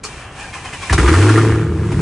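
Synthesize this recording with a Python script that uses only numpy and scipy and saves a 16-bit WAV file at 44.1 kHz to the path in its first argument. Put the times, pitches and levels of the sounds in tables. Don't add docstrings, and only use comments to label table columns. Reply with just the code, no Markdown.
import sys
import numpy as np
from scipy import signal
from scipy.fft import rfft, irfft
from scipy.io import wavfile
from scipy.ndimage import uniform_filter1d

SR = 44100
rng = np.random.default_rng(int(sys.argv[2]) if len(sys.argv) > 2 else 0)


def file_out(sig):
    cols = np.atleast_2d(sig).T
    lim = np.clip(cols, -1, 1)
    pcm = np.round(lim * 32767).astype(np.int16)
    wavfile.write(sys.argv[1], SR, pcm)


def ratio(d):
    e = np.asarray(d, float) / 20
    return 10 ** e


N = 88640
T = np.arange(N) / SR

# (frequency [Hz], level per Hz [dB])
CRACKLE_COLOUR = [(400, -40), (620, -3.5), (850, 1.5), (1250, 1), (1700, -2), (2600, -4), (3600, -13),
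                  (5000, -44.5)]
# (frequency [Hz], level per Hz [dB])
HISS_COLOUR = [(1900, 2.5), (3300, -1.5), (4300, -3), (8500, -3.5), (10200, -6), (11000, -19.5)]


def engine():
    # (time [s], firing rate [Hz], drone level [dB], uneven low burble level [dB])
    running = [(.905, 64, -18, -20), (.948, 67.13, -11, -15.5), (.97, 60.75, -31, -28.5),
               (1.004, 60.79, -15, -14.5), (1.06, 63.4, -10, -20), (1.11, 80.35, -15, -18),
               (1.2, 96.98, -10, -24.5), (1.3, 107.6, -12, -33), (1.42, 110.3, -14, -23),
               (1.62, 110.7, -19, -26.5), (1.7, 110.1, -31.5, -20), (1.87, 107.4, -22, -21.5),
               (2.01, 104.4, -21, -14.5)]
    # (time [s], pipe bark level [dB], crackle level [dB], hiss level [dB])
    exhaust_levels = [(.99, -20.5, -26.5, -27), (1.05, -18.5, -22.5, -29), (1.17, -17.5, -24, -26.5),
                      (1.34, -16.5, -24.5, -29.5), (1.45, -16, -25, -34), (1.62, -24.5, -33, -43.5),
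                      (1.72, -25, -39.5, -51), (1.88, -28, -36.5, -43), (2.01, -26, -38.5, -40.5)]
    cylinder_levels = [0, -4, 2, -6, 1, -2, 3, -5]
    # (frequency [Hz], level per Hz [dB])
    bark_colour = [(100, -20.5), (230, 5.5), (350, 12), (480, 3), (600, -42.5), (900, -39.5)]
    # (frequency [Hz], width [Hz], level [dB])
    pipe = [(307.5, 18, -2), (354.2, 18.7, 1.5), (456.2, 44.3, -3.5)]
    # (multiple of the full cycle, level [dB])
    burble_tones = [(4, -8), (6, 2.5), (11, 3.5), (14, -5)]
    spit_hz = [1020, 1220, 1440, 1726]
    catch_s, running_s = .892, .978
    puff_share, spread_db = .21, 1.7
    arrival_spread_s = .0006

    firings = np.cumsum(curve(running, index=1)) / SR
    number = (firings + .35).astype(int)
    since = (firings + .35) % 1 / puff_share
    luck = rng.standard_normal((400, 3))
    spit = rng.integers(0, len(spit_hz), 400)
    cylinder_db = np.array(cylinder_levels)[number % 8]
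    noise = rng.standard_normal((3, N))

    drone = np.sqrt(2) * np.sin(2 * np.pi * firings) * ratio(curve(running, index=2))
    burble = np.zeros(N)
    for multiple, db in burble_tones:
        loudness, phase = slow_waver(), slow_waver()
        angle = 2 * np.pi * round(multiple) * firings / 8 + .85 * phase
        burble += ratio(db + 4 * loudness) * np.sin(angle)
    low = drone + ratio(curve(running, index=3)) * evened(burble)

    pulses = np.zeros(N)
    at = np.flatnonzero(np.diff(number)) + 1
    late = (arrival_spread_s * SR * luck[number[at], 2]).astype(int)
    pulses[np.clip(at + late, 0, N - 1)] = ratio(cylinder_db + 4.5 * luck[number, 0])[at]
    drive = evened(pulses) + 1.66 * noise[0]
    bark = evened(colour(drive, bark_colour)) + .8 * evened(bank(drive, pipe))

    puff = 2 * since * np.exp(-since) * ratio(0.41 * cylinder_db + spread_db * luck[number, 1])
    rings = np.zeros(N)
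    for k, hz in enumerate(spit_hz):
        rings += resonate(puff * noise[1] * (spit[number] == k), hz, width=650)
    crackle = colour(evened(rings) + 1.3 * evened((0.41 + puff) * noise[1]), CRACKLE_COLOUR)
    crackle = crackle + .3 * canopy(crackle)
    hiss = colour((3.2 + puff) * noise[2], HISS_COLOUR)

    exhaust = levelled(bark, curve(exhaust_levels, index=1))
    exhaust += levelled(crackle, curve(exhaust_levels, index=2))
    exhaust += levelled(hiss, curve(exhaust_levels, index=3))
    low_fade = np.clip((T - catch_s) / 0.019, 0, 1)
    exhaust_fade = np.clip((T - running_s) / 0.0023, 0, 1)
    return low * low_fade + exhaust * exhaust_fade


def slow_waver():
    return evened(resonate(resonate(rng.standard_normal(N), 0, 26), 0, 26))


def bangs():
    # (time [s], crackle level [dB], crackle pitch [Hz], treble level [dB], thump level [dB])
    firings = [(0.895, -16, 1820, -29, -18.5), (.925, -17, 1000, -13.5, -13.5), (.977, -13, 1690, -32, -11),
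               (1.078, -14, 1300, -30, -15), (1.136, -14, 1150, -33, -20), (1.223, -15, 1200, -35, -22),
               (1.289, -12.5, 1500, -33, -16), (1.373, -14.5, 1350, -35, -20),
               (1.915, -26.5, 900, -36, -18.5), (1.989, -27, 1070, -59, -35)]
    # (frequency [Hz], width [Hz], level [dB])
    thump_modes = [(162, 32, 3.5), (374, 63, -5)]
    burst_t60_s, thump_t60_s = 0.099, .2
    out, t = np.zeros(N), np.arange(6000) / SR
    burst_shape = np.minimum(t / .004, 1) * ratio(-60 * t / burst_t60_s)
    thump_shape = np.minimum(t / .015, 1) * ratio(-60 * t / thump_t60_s)
    for s, db, hz, top_db, thump_db in firings:
        a, b, c = rng.standard_normal((3, len(t)))
        pitched = evened(resonate(a, hz, 280))
        crackle = evened(pitched + 0.45 * evened(colour(a, CRACKLE_COLOUR)))
        treble = evened(colour(b, HISS_COLOUR))
        add(out, s, burst_shape * (ratio(db) * crackle + ratio(top_db) * treble))
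        add(out, s, thump_shape * ratio(thump_db) * evened(bank(c, thump_modes)))
    return out


def starter():
    # (time [s], low chuff level [dB], steady grind level [dB], treble level of the grind [dB])
    cranking = [(.04, -53, -44, -35), (.11, -40.5, -42, -40), (.22, -45, -39, -41.5), (.31, -38, -41, -51),
                (.4, -57, -40.5, -36.5), (.52, -48, -45, -42.5), (.73, -37, -41.5, -39.5),
                (.88, -46, -43, -33.5)]
    # (frequency [Hz], level per Hz [dB])
    grind_colour = [(200, -22.5), (420, 0), (600, 0.5), (1100, 7), (2500, 5), (3200, 6.5), (4200, -35.5)]
    # (frequency [Hz], width [Hz], level [dB])
    housing = [(775, 35, 1), (1790, 40, 2), (2460, 55, 1)]
    # (frequency [Hz], level per Hz [dB])
    chuff_colour = [(25, -7), (62, 11), (130, 7.5), (230, -13), (600, -37)]
    # (frequency [Hz], width [Hz], level [dB])
    whirr = [(2354, 29, 11.5), (2730, 63, -0.5)]
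    stroke_times = [.378, .525, .638, .72, .812]
    # (length [s], level [dB], gear mesh [Hz], treble level [dB])
    strokes = [(0.12, -33.5, 860, -64), (0.0797, -30.5, 1090, -38.5), (0.056, -30, 1080, -37.5),
               (0.041, -29.5, 1060, -34), (0.069, -33, 1130, -37)]
    # (multiple of the mesh, level [dB])
    mesh_tones = [(1, 3), (2, 3), (3, -3)]
    mesh_sag, fade_db = 0.09, -9
    mesh_width_hz = 50

    drive = teeth(N)
    grind = evened(resonate(colour(drive, grind_colour), 0, 2600)) + .25 * evened(bank(drive, housing))
    chuff = colour(rng.standard_normal(N), chuff_colour)
    treble = evened(colour(teeth(N), HISS_COLOUR)) + 0.57 * evened(bank(drive, whirr))
    out = ratio(curve(cranking, index=1)) * evened(chuff)
    out += ratio(curve(cranking, index=2)) * evened(grind)
    out += ratio(curve(cranking, index=3)) * evened(treble)

    t = np.arange(9000) / SR
    for s, (length, db, mesh_hz, top_db) in zip(stroke_times, strokes):
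        drive = teeth(len(t))
        turns = mesh_hz * (t - mesh_sag * t ** 2 / (2 * length))
        whine = np.zeros(len(t))
        for multiple, tone_db in mesh_tones:
            rough = evened(.9 + evened(resonate(teeth(len(t)), 0, mesh_width_hz)))
            whine += ratio(tone_db) * np.cos(2 * np.pi * round(multiple) * turns) * rough
        rub = .55 * evened(colour(drive, grind_colour)) + evened(bank(drive, housing))
        body = evened(1.4 * evened(whine) + rub)
        shape = np.minimum(t / .016, 1) * ratio(fade_db * (t / length) ** 2)
        add(out, s, shape * (ratio(db) * body + ratio(top_db) * evened(colour(drive, HISS_COLOUR))))
    fade_in = np.clip((T - .032) / 0.0041, 0, 1)
    fade_out = np.clip((1.0 - T) / 0.0077, 0, 1)
    return out * fade_in * fade_out


def teeth(size):
    clicks_per_s = 900
    clicks = (rng.random(size) < clicks_per_s / SR) * rng.standard_normal(size)
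    return evened(.5 * evened(clicks) + rng.standard_normal(size))


def solenoid():
    # (time [s], peak level [dB])
    clacks = [(0.037, -19), (0.05, -23)]
    # (frequency [Hz], level per Hz [dB])
    rattle_colour = [(250, -29), (1100, -6), (2400, -9.5), (3300, -33), (4500, -0.5), (7500, -3.5),
                     (10400, -18.5)]
    # (frequency [Hz], level before the boost [dB], ring scale [s])
    modes = [(431, 7, 0.23), (1077, 9, 0.041), (4510, 5, 0.035), (7070, 0, 0.21)]
    rattle_t60_s = 0.097
    out, t = np.zeros(N), np.arange(9000) / SR
    shape = np.minimum(t / 0.0006, 1) * ratio(-60 * t / rattle_t60_s)
    for s, db in clacks:
        rattle = rng.standard_normal(len(t)) * shape
        ring = np.zeros(len(t))
        for hz, mode_db, scale_s in modes:
            ring += ratio(mode_db) * resonate(rattle, hz, 7.9 / scale_s) * np.sqrt(scale_s)
        hit = evened(colour(rattle, rattle_colour)) + evened(ring)
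        add(out, s, ratio(db) * hit / np.abs(hit).max())
    return out


def canopy(x):
    t60_s = 0.063
    taps = np.zeros(SR // 2)
    at = np.arange(200, len(taps) - 20, 20)
    at = at + rng.integers(0, 20, len(at))
    taps[at] = rng.choice([-1., 1.], len(at)) * ratio(-60 * at / SR / t60_s)
    return signal.oaconvolve(x, taps / np.linalg.norm(taps))[:N]


def forecourt_air():
    # (frequency [Hz], level per Hz [dB])
    air_colour = [(60, 3.5), (450, -11.5), (1500, -21.5), (10000, -49.5)]
    return ratio(-38.5) * evened(colour(rng.standard_normal(N), air_colour))


def evened(x):
    return x / np.sqrt(np.mean(x ** 2) + 1e-20)


def curve(table, index):
    rows = np.array(table)
    return np.interp(T, rows[:, 0], rows[:, index])


def colour(x, points):
    f, db = np.transpose(points)
    hz = np.abs(np.fft.fftfreq(8192, 1 / SR))
    level = np.interp(np.log(hz + 1), np.log(f + 1), np.maximum(db, -90))
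    log_gain = level * np.log(10) / 20
    taps = np.fft.ifft(np.exp(np.conj(signal.hilbert(log_gain)))).real[:4096]
    return signal.oaconvolve(x, taps)[:len(x)]


def resonate(x, hz, width):
    r = np.exp(-np.pi * width / SR)
    return 2 * signal.lfilter([1 - r], [1, -r * np.exp(2j * np.pi * hz / SR)], x).real


def bank(x, table):
    return sum((-1) ** k * ratio(db) * resonate(x, hz, width) for k, (hz, width, db) in enumerate(table))


def add(mix, s, sound):
    part = mix[round(s * SR):][:len(sound)]
    part += sound[:len(part)]


def levelled(x, db, window_s=.1):
    size = round(window_s * SR)
    power = uniform_filter1d(uniform_filter1d(x ** 2, size), size)
    return ratio(db) * x / np.sqrt(np.abs(power) + 1e-20)


def shaped(x, points):
    f, db = np.transpose(points)
    hz = np.fft.rfftfreq(N, 1 / SR)
    gain = ratio(np.interp(np.log(hz + 1), np.log(f + 1), db))
    return irfft(rfft(x) * gain, N)


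def scene():
    # (frequency [Hz], level [dB])
    side_gain = [(200, -88), (600, -37), (1300, -99), (2300, -5.5), (5000, -3), (10000, -10.5)]
    # (frequency [Hz], left minus right level [dB])
    lean = [(200, 0), (450, 1.2), (1200, 2.4), (2200, -1.4), (3800, .2)]
    hits = bangs() + solenoid()
    mid = engine() + starter() + hits + ratio(-6) * canopy(hits)
    mid = mid + forecourt_air()
    side = shaped(canopy(mid), side_gain)
    left = shaped(mid, [(f, d / 2) for f, d in lean]) + side
    right = shaped(mid, [(f, -d / 2) for f, d in lean]) - side
    return np.array([left, right])


def top_cut(x):
    return signal.sosfilt(signal.butter(12, 11690, fs=SR, output="sos"), x)


def record(dry):
    low_cut = signal.butter(2, 38, "high", fs=SR, output="sos")
    treble_cut = signal.butter(10, 10600, fs=SR, output="sos")
    cut = signal.sosfilt(low_cut, dry)
    overloaded = 1.39 * np.tanh(cut / 1.105)
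    mix = signal.sosfilt(treble_cut, overloaded)
    return top_cut(mix)


dry = scene()
out = record(dry)
file_out(out)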